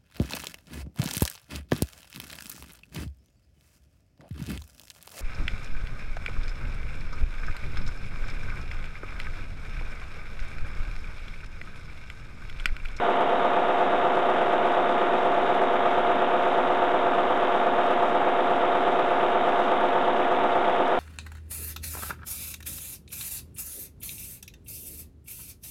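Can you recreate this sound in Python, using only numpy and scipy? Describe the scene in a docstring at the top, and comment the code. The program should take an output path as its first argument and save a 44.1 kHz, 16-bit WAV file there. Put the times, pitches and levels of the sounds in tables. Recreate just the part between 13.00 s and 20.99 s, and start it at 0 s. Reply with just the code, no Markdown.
"""A hard, clattering diesel drone: a large four-cylinder engine turns a generator in a hard-walled room.
Engine: one cycle (two crank turns) of tuned partials, looped at the crank angle; groups of them waver. Clatter:
panel-shaped noise, stepped at knocks and taps, plus a looped rattle; clanks are short sine rings. Free tones
ignore the crank; a 50 Hz hum and low rumble come and go, let through in spans. Pickup: dull, soft-limited
microphone, hiss; a jump in read time 600 times a second adds a fine treble fizz."""
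import sys
import numpy as np
from scipy import signal
from scipy.fft import rfft, irfft, next_fast_len
from scipy.io import wavfile
from scipy.ndimage import uniform_filter1d, map_coordinates

SR = 44100
rng = np.random.default_rng(int(sys.argv[2]) if len(sys.argv) > 2 else 0)


def transcribe(signal):
    """Save signal, clipped to [-1, 1], as a 16-bit WAV file at the path in sys.argv[1]."""
    frames = np.atleast_2d(signal).T
    limited = np.clip(frames, -1, 1)
    pcm = np.round(limited * 32767).astype(np.int16)
    wavfile.write(sys.argv[1], SR, pcm)


N = 352359
T = np.arange(N) / SR

# crank lead over an even beat, as the governor hunts: time_s, lead_ms
CRANK_LEAD = [(0, .44), (.9, 1.1), (2, 1.2), (2.8, 1.13), (3.6, 1.31), (5.1, 1.39), (5.6, .98), (6.6, .83),
              (7.2, 1.07), (7.6, 1.48), (8, 1.63)]
# blows in one cycle, used for partial phases only: crank_deg, level_db, hardness_db_per_octave
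ENGINE_BLOWS = [(27.5, -3.8, -6.6), (64.4, -15.9, 12.2), (90.8, 4.0, -3.0), (94.2, -16.0, -4.0),
                (98.2, -4.2, 10.7), (128.9, -9.8, 16.0), (146.5, 7.1, 3.0), (161.6, -15.9, 16.0),
                (197.5, -16.0, -10.0), (212.5, 2.1, 1.5), (218.9, 0.8, -7.7), (236.4, 5.8, -1.9),
                (277.0, -13.3, 10.6), (289.1, -15.6, 10.8), (299.3, 5.2, 8.0), (316.5, -13.7, 1.6),
                (317.9, -2.7, 10.7), (326.6, 0.5, 3.5), (329.8, -16.0, -10.1), (342.6, -16.0, -4.0),
                (359.4, -8.0, -6.5), (368.8, 3.0, 1.8), (389.2, -5.2, 5.0), (407.4, -16.0, -10.0),
                (504.4, -4.0, -6.9), (541.9, 8.4, 9.8), (544.3, -16.0, -10.0), (567.9, 7.5, 0.9),
                (597.1, 6.5, -3.9), (624.2, 3.1, -4.7), (676.2, 2.1, 8.6), (680.7, 7.6, 4.7),
                (683.1, -1.4, 8.5)]
# engine block modes, used for partial phases only: mode_hz, level_db, t60_s
BLOCK_MODES = [(61.9, 6.0, 0.7), (86.5, -27.3, 0.211), (224.6, -36.3, 0.7), (237.0, -48.3, 0.7),
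               (260.9, -46.5, 0.7), (299.0, -34.5, 0.534), (306.8, -35.2, 0.565), (329.1, -45.0, 0.7),
               (368.7, -24.5, 0.7), (457.2, -28.7, 0.7), (549.9, -14.1, 0.7), (595.4, -15.0, 0.591),
               (689.5, -42.5, 0.672), (762.4, -32.4, 0.7), (880.0, -32.8, 0.372), (904.6, -35.9, 0.7),
               (1107.9, -43.7, 0.066), (1211.7, -32.7, 0.7), (1542.1, -38.6, 0.7), (1613.9, -21.8, 0.7),
               (2319.4, -9.1, 0.02), (3468.1, -17.1, 0.02)]
# ordinary partials, smooth curve before scatter: freq_hz, level_db_rms
PARTIAL_CURVE = [(100, -76), (223, -60), (306, -56), (472, -55), (555, -56), (720, -54), (804, -56),
                 (887, -54), (970, -56), (1053, -58), (1136, -55), (1300, -57), (1468, -62), (1634, -67),
                 (1800, -71), (1999, -73)]
# partials that stand out as engine tones: cycle_multiple, level_db_rms
ENGINE_TONES = [(12, -65), (15, -60), (17, -62), (21, -57), (26, -51), (28, -50), (30, -49), (31, -48),
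                (32, -50), (33, -49), (39, -49), (40, -49), (41, -51), (43, -42), (44, -37), (45, -47),
                (46, -47), (47, -48), (48, -45), (50, -49), (51, -47), (53, -50), (54, -49), (55, -47),
                (56, -44), (57, -44), (59, -41), (60, -43), (61, -41), (62, -37), (64, -49), (66, -44),
                (68, -48), (69, -42), (70, -47), (71, -47), (72, -45), (73, -44), (74, -45), (75, -38),
                (76, -48), (77, -49), (78, -49), (79, -46), (80, -39), (81, -46), (82, -51), (83, -45),
                (84, -29.5), (85, -50), (86, -37), (87, -47), (88, -40), (89, -48), (90, -41), (91, -48),
                (92, -46), (93, -46), (96, -43), (98, -46), (99, -46), (100, -47), (101, -43), (102, -50),
                (103, -46), (104, -43), (105, -47), (106, -43), (107, -47), (108, -50), (109, -43),
                (110, -43), (111, -47), (113, -45), (114, -43), (115, -51), (118, -46), (120, -49),
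                (121, -47), (126, -51), (130, -51), (131, -51), (132, -49), (133, -50), (134, -50),
                (135, -48), (138, -48), (140, -50), (142, -50), (143, -45), (146, -48), (148, -45),
                (149, -48), (150, -44), (154, -52), (160, -47), (161, -51), (162, -50), (166, -51),
                (168, -45), (170, -52), (174, -52), (180, -47), (184, -54), (191, -54), (192, -56),
                (193, -54), (200, -51), (208, -59), (211, -59), (213, -57), (221, -59), (225, -60),
                (232, -58)]
# gain of the partial group around one low tone: time_s, gain_db
LOW_GROUP_GAIN = [(0, -1), (.3, -4), (.9, -0.5), (1.1, 0.4), (7, 0.5), (8, 1)]
# clatter noise density before panels: freq_hz, density_db_per_hz
CLATTER_DENSITY = [(80, -108), (110, -78), (190, -67.5), (260, -62.5), (365, -63.5), (440, -63.5),
                   (560, -61), (720, -63), (785, -63.5), (880, -60.5), (970, -61.5), (1050, -63.5),
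                   (1300, -66), (2050, -70), (2500, -72.5), (3700, -74.5)]
# panel and pipe resonances in the clatter: freq_hz, width_hz, boost_db
PANEL_RESONANCES = [(278, 16, 4), (355.4, 7.2, 6.5), (486, 10, 6.5), (526, 11, -1.5), (634, 21, 4),
                    (694.5, 16, 7), (714, 7.2, 9.5), (751, 14, 8.5), (816, 22, 6.5), (891, 22, 5),
                    (904, 7.3, 6), (1126, 40, 4), (1230, 24, 6.5), (1365, 30, 4), (1385, 15, 5),
                    (1474, 17, 7), (1727, 24, 3)]
# looped bright rattle: freq_hz, density_db_per_hz
RATTLE_DENSITY = [(1900, -110), (2050, -81), (2500, -81), (3000, -84), (3700, -91)]
# steps in mid clatter, before scatter and rms scaling: crank_deg, level_db
MID_KNOCKS = [(15, 2), (133, 4), (218, 1), (270, 2.5), (315, -2), (350, -1), (385, 5.5), (435, 2),
              (475, 2.5), (505, 1.5), (525, 1.5), (545, -2), (575, 2.5), (632, 3)]
# steps in bright clatter, before scatter and rms scaling: crank_deg, level_db
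BRIGHT_TAPS = [(78, 6.5), (135, 4), (262, -2.5), (302, 5.5), (322, 2.5), (352, 4.5), (390, 1), (478, -0.5),
               (515, 5.5), (545, 1), (632, -0.5), (665, 3.5), (698, 2)]
# valve and injector clanks, envelope peak before scatter: crank_deg, pitch_hz, peak_db
VALVE_CLANKS = [(3, 1750, -36.5), (42, 1700, -36), (91.6, 2100, -38), (120, 2100, -37.5),
                (135.7, 1600, -34.5), (175, 1750, -34), (206, 2200, -34.5), (220, 1600, -33.5),
                (246, 1800, -35), (268, 1300, -31.5), (313, 2100, -33.5), (350, 1750, -33.5),
                (390.5, 1350, -33), (453, 1750, -34.5), (488, 1800, -35.5), (563, 1300, -30.5),
                (562, 2200, -41), (595, 2500, -41), (614, 1700, -37.5), (632, 2250, -34),
                (700, 2250, -36.5)]
# generator and fan tones before waver: pitch_hz, level_db_rms
GENERATOR_TONES = [(202.2, -57), (220.9, -55), (303.3, -55), (392, -45), (402.9, -52)]
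# spans where the read-time jumps keep their beat: start_s, end_s, beat_phase_cycles
LOCKED_SPANS = [(0, .68, .21), (1.68, 5.74, .92)]
# spans where the hum is heard, before waver: start_s, length_s, level_db_rms
HUM_SPANS = [(0.034, 0.052, -60), (0.349, 0.094, -53), (0.942, 0.138, -55), (1.327, 0.084, -64),
             (1.598, 0.3, -52), (2.252, 0.29, -53), (2.816, 0.37, -50), (3.56, 0.35, -54),
             (4.248, 0.23, -56), (4.907, 0.23, -57), (5.46, 0.45, -56), (5.998, 0.55, -55),
             (6.75, 0.41, -56), (7.361, 0.37, -54)]

CYCLE_HZ, CYCLE_DEG = 8.296, 720  # four-stroke cycle
FLUTTER_MS, FLUTTER_RATE_HZ = .03, 5.
LOWEST_ORDER, HIGHEST_ORDER = 12, 241  # multiples of CYCLE_HZ
PARTIAL_SCATTER_DB, LOW_GROUP_ORDER = 2.5, 44
SURGE_DB, SURGE_DEG = .5, 560  # once a cycle, loudest at this angle


def undb(db):
    """Amplitude ratio from decibels."""
    return 10 ** (np.asarray(db) / 20)


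def walk(rate_hz):
    """Random levels held 1 / rate_hz s and smoothed twice; spread near 1."""
    hold = int(SR / rate_hz)
    steps = np.repeat(rng.standard_normal(N // hold + 1), hold)
    return 1.3 * uniform_filter1d(uniform_filter1d(steps, hold), hold)[:N]


def crank():
    """Cycles turned since the start: a steady rate with slow hunting and slight tremble."""
    lead_ms = np.interp(T, *np.transpose(CRANK_LEAD))
    flutter_ms = FLUTTER_MS * walk(FLUTTER_RATE_HZ)
    return CYCLE_HZ * (T + (lead_ms + flutter_ms) / 1000)


def loop(wave, cycles):
    """Reads one cycle's wave at the crank's place."""
    return np.interp(cycles % 1 * len(wave), np.arange(len(wave) + 1), np.r_[wave, wave[0]])


def partial_db(order):
    """Ordinary partials scatter about a smooth curve; engine tones take their own levels."""
    hz, db = np.transpose(PARTIAL_CURVE)
    level_db = np.interp(np.log(order * CYCLE_HZ), np.log(hz), db)
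    level_db = level_db + PARTIAL_SCATTER_DB * rng.standard_normal(len(order))
    for multiple, tone_db in ENGINE_TONES:
        level_db[order == multiple] = tone_db
    return level_db


def one_cycle(size=8192):
    """Cycle spectrum: blows and block modes set the phases, partial_db sets the strengths."""
    order = np.arange(LOWEST_ORDER, HIGHEST_ORDER + 1)
    hz = order * CYCLE_HZ
    angle_deg, blow_db, hardness = np.transpose(ENGINE_BLOWS)[:, :, None]
    force = undb(blow_db + hardness * np.log2(hz / 700))
    blows = np.sum(force * np.exp(-2j * np.pi * order * angle_deg / CYCLE_DEG), 0)
    mode_hz, mode_db, t60_s = np.transpose(BLOCK_MODES)[:, :, None]
    w = 2 * np.pi * mode_hz
    decay = np.log(1000) / t60_s
    ring = np.sum(undb(mode_db) * w / ((2j * np.pi * hz + decay) ** 2 + w ** 2), 0)
    phase = np.angle(blows * ring)
    spectrum = np.zeros(size // 2 + 1, complex)
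    spectrum[order] = undb(partial_db(order)) * np.exp(1j * phase) * size / np.sqrt(2)
    return spectrum


def engine(cycles, waver_db=.6, waver_rate_hz=45.):
    """Repeats the cycle; each fifth-octave group of partials wavers on its own."""
    spectrum = one_cycle()
    group = np.round(5 * np.log2(np.arange(len(spectrum)) + 1))
    low_db = np.interp(T, *np.transpose(LOW_GROUP_GAIN))
    out = np.zeros(N)
    for g in np.unique(group[spectrum != 0]):
        gain_db = waver_db * walk(waver_rate_hz) + low_db * (g == group[LOW_GROUP_ORDER])
        out += undb(gain_db) * loop(irfft(spectrum * (group == g)), cycles)
    return out


def coloured(table, size, rate_hz):
    """Noise spectrum shaped by a density table, and its bin frequencies."""
    hz = np.arange(size // 2 + 1) * rate_hz / size + 1  # +1 avoids log(0)
    at_hz, db = np.transpose(table)
    shape = undb(np.interp(np.log(hz), np.log(at_hz), db))
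    return rfft(rng.standard_normal(size)) * shape * np.sqrt(rate_hz / 2), hz


def strike_scatter(cycles, table):
    """Random unit-spread value for each cycle and table row."""
    return rng.standard_normal((int(cycles[-1]) + 2, len(table)))


def struck(cycles, table, fade_deg, scatter_db):
    """Gain stepped up or down at each crank angle, relaxing over fade_deg; rms 1."""
    gate = np.ones(N)
    scatter = strike_scatter(cycles, table)
    for k, (angle_deg, db) in enumerate(table):
        since = cycles - angle_deg / CYCLE_DEG
        strike = np.floor(since).astype(int) + 1
        force = (undb(db) - 1) * undb(scatter_db * scatter[strike, k])
        gate += force * np.exp(-(since % 1) * CYCLE_DEG / fade_deg)
    return gate / np.sqrt(np.mean(gate ** 2))


def clatter(cycles, middle_hz=450., bright_hz=2400.):
    """Noise through panel resonances: steady lows, knocked mids with rattle, tapped gritty highs."""
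    size = next_fast_len(N)
    noise, hz = coloured(CLATTER_DENSITY, size, SR)
    panel_db = sum(db / (1 + (2 * (hz - at_hz) / width_hz) ** 2)
                   for at_hz, width_hz, db in PANEL_RESONANCES)
    noise = noise * undb(panel_db)
    low_share = 1 / (1 + (hz / middle_hz) ** 4)
    high_share = 1 / (1 + (bright_hz / hz) ** 6)
    shares = (low_share, 1 - low_share - high_share, high_share)
    low, middle, high = (irfft(noise * share, size)[:N] for share in shares)
    rattle_spectrum, _ = coloured(RATTLE_DENSITY, 8192, 8192 * CYCLE_HZ)
    rattle = loop(irfft(rattle_spectrum), cycles)
    knocks = struck(cycles, MID_KNOCKS, fade_deg=9.1, scatter_db=1.8)
    taps = struck(cycles, BRIGHT_TAPS, fade_deg=14., scatter_db=2.0)
    grit = undb(1.84 * walk(900.))  # fast roughness
    grit = grit / np.sqrt(np.mean(grit ** 2))
    return low + knocks * (middle + rattle) + taps * grit * high


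def clanks(cycles, rise_s=.00046, fade_s=.0014, scatter_db=2):
    """Short metallic sine rings at set crank angles; force varies from cycle to cycle."""
    out = np.zeros(N)
    scatter = strike_scatter(cycles, VALVE_CLANKS)
    for k, (angle_deg, pitch_hz, peak_db) in enumerate(VALVE_CLANKS):
        since = cycles - angle_deg / CYCLE_DEG
        since_s = since % 1 / CYCLE_HZ
        strike = np.floor(since).astype(int) + 1
        force = undb(peak_db + scatter_db * scatter[strike, k])
        shape = (1 - np.exp(-since_s / rise_s)) ** 2 * np.exp(-since_s / fade_s)
        out += force * shape / shape.max() * np.sin(2 * np.pi * pitch_hz * since_s)
    return out


def free_tones(waver_db=4, drift_rad=.69):
    """Generator and fan sines, wavering slowly in strength and phase."""
    out = np.zeros(N)
    for pitch_hz, level_db in GENERATOR_TONES:
        gain = undb(level_db + waver_db * walk(3.7)) * np.sqrt(2)
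        out += gain * np.sin(2 * np.pi * pitch_hz * T + drift_rad * walk(3.))
    return out


def hum(pitch_hz=50., edge_s=.05, floor_db=-84, waver_db=9):
    """50 Hz sine heard only in spans; band noise just above it rises within each span."""
    hum_db, swell = floor_db, 0
    for start_s, length_s, level_db in HUM_SPANS:
        inside_s = np.minimum(T - start_s, start_s + length_s - T)
        up = np.clip(inside_s / edge_s + .5, 0, 1)
        hum_db = hum_db + up * (level_db - floor_db)
        swell = swell + up
    hum_db = hum_db + waver_db * np.minimum(walk(13.), 0)  # dips only
    tone = np.sqrt(2) * np.sin(2 * np.pi * pitch_hz * T)
    band = signal.butter(2, [58, 105], "band", fs=SR, output="sos")
    rumble = signal.sosfilt(band, rng.standard_normal(N))
    rumble_db = -62 - 13 * (1 - swell) + 3.5 * walk(14.)
    return undb(hum_db) * tone + undb(rumble_db) * rumble / rumble.std()


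def jump_read_time(x, jump_hz=600.02, frame_s=.04, slip_samples=.73):
    """Read point jumps back by slip_samples, then catches up before the next jump: treble fizz."""
    frame = (T / frame_s).astype(int)
    phase = rng.random(frame[-1] + 1)[frame]  # new beat phase every frame outside locked spans
    for start_s, end_s, locked_phase in LOCKED_SPANS:
        phase[(T >= start_s) & (T < end_s)] = locked_phase
    late_samples = slip_samples * (.5 - (jump_hz * T + phase) % 1)
    return map_coordinates(x, [np.arange(N) - late_samples], order=3, mode="nearest")


def hiss(drive_db=-54, top_hz=5600.):
    """Band-passed white noise, flickering a little; drive_db is the level before the band-pass."""
    band = signal.butter(2, [300., top_hz], "band", fs=SR, output="sos")
    noise = signal.sosfilt(band, rng.standard_normal(N))
    return undb(drive_db + 1.3 * walk(22.)) * noise


def scene():
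    """Engine and clatter surge together once a cycle; clanks and free tones do not."""
    cycles = crank()
    surge = undb(SURGE_DB * np.cos(2 * np.pi * (cycles - SURGE_DEG / CYCLE_DEG)))
    return (surge * (engine(cycles) + clatter(cycles)) + clanks(cycles) + free_tones())[None]


def record(dry):
    """Soft-limited dull microphone, read-time jumps, bass cut, hum, hiss, top cut, constant offset."""
    gain_db, ceiling, offset = .9, .36, .028
    mic_top_hz, bass_cut_hz, top_hz = 3719, 60., 11900
    rounded = ceiling * np.tanh(undb(gain_db) * dry[0] / ceiling)
    mic = signal.ellip(6, .5, 50, mic_top_hz, fs=SR, output="sos")
    bass_cut = signal.butter(2, bass_cut_hz, "high", fs=SR, output="sos")
    top_cut = signal.ellip(10, .2, 80, top_hz, fs=SR, output="sos")
    out = jump_read_time(signal.sosfilt(mic, rounded))
    out = signal.sosfilt(bass_cut, out) + hum() + hiss()
    return (signal.sosfilt(top_cut, out) + offset)[None]


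dry = scene()
out = record(dry)
transcribe(out)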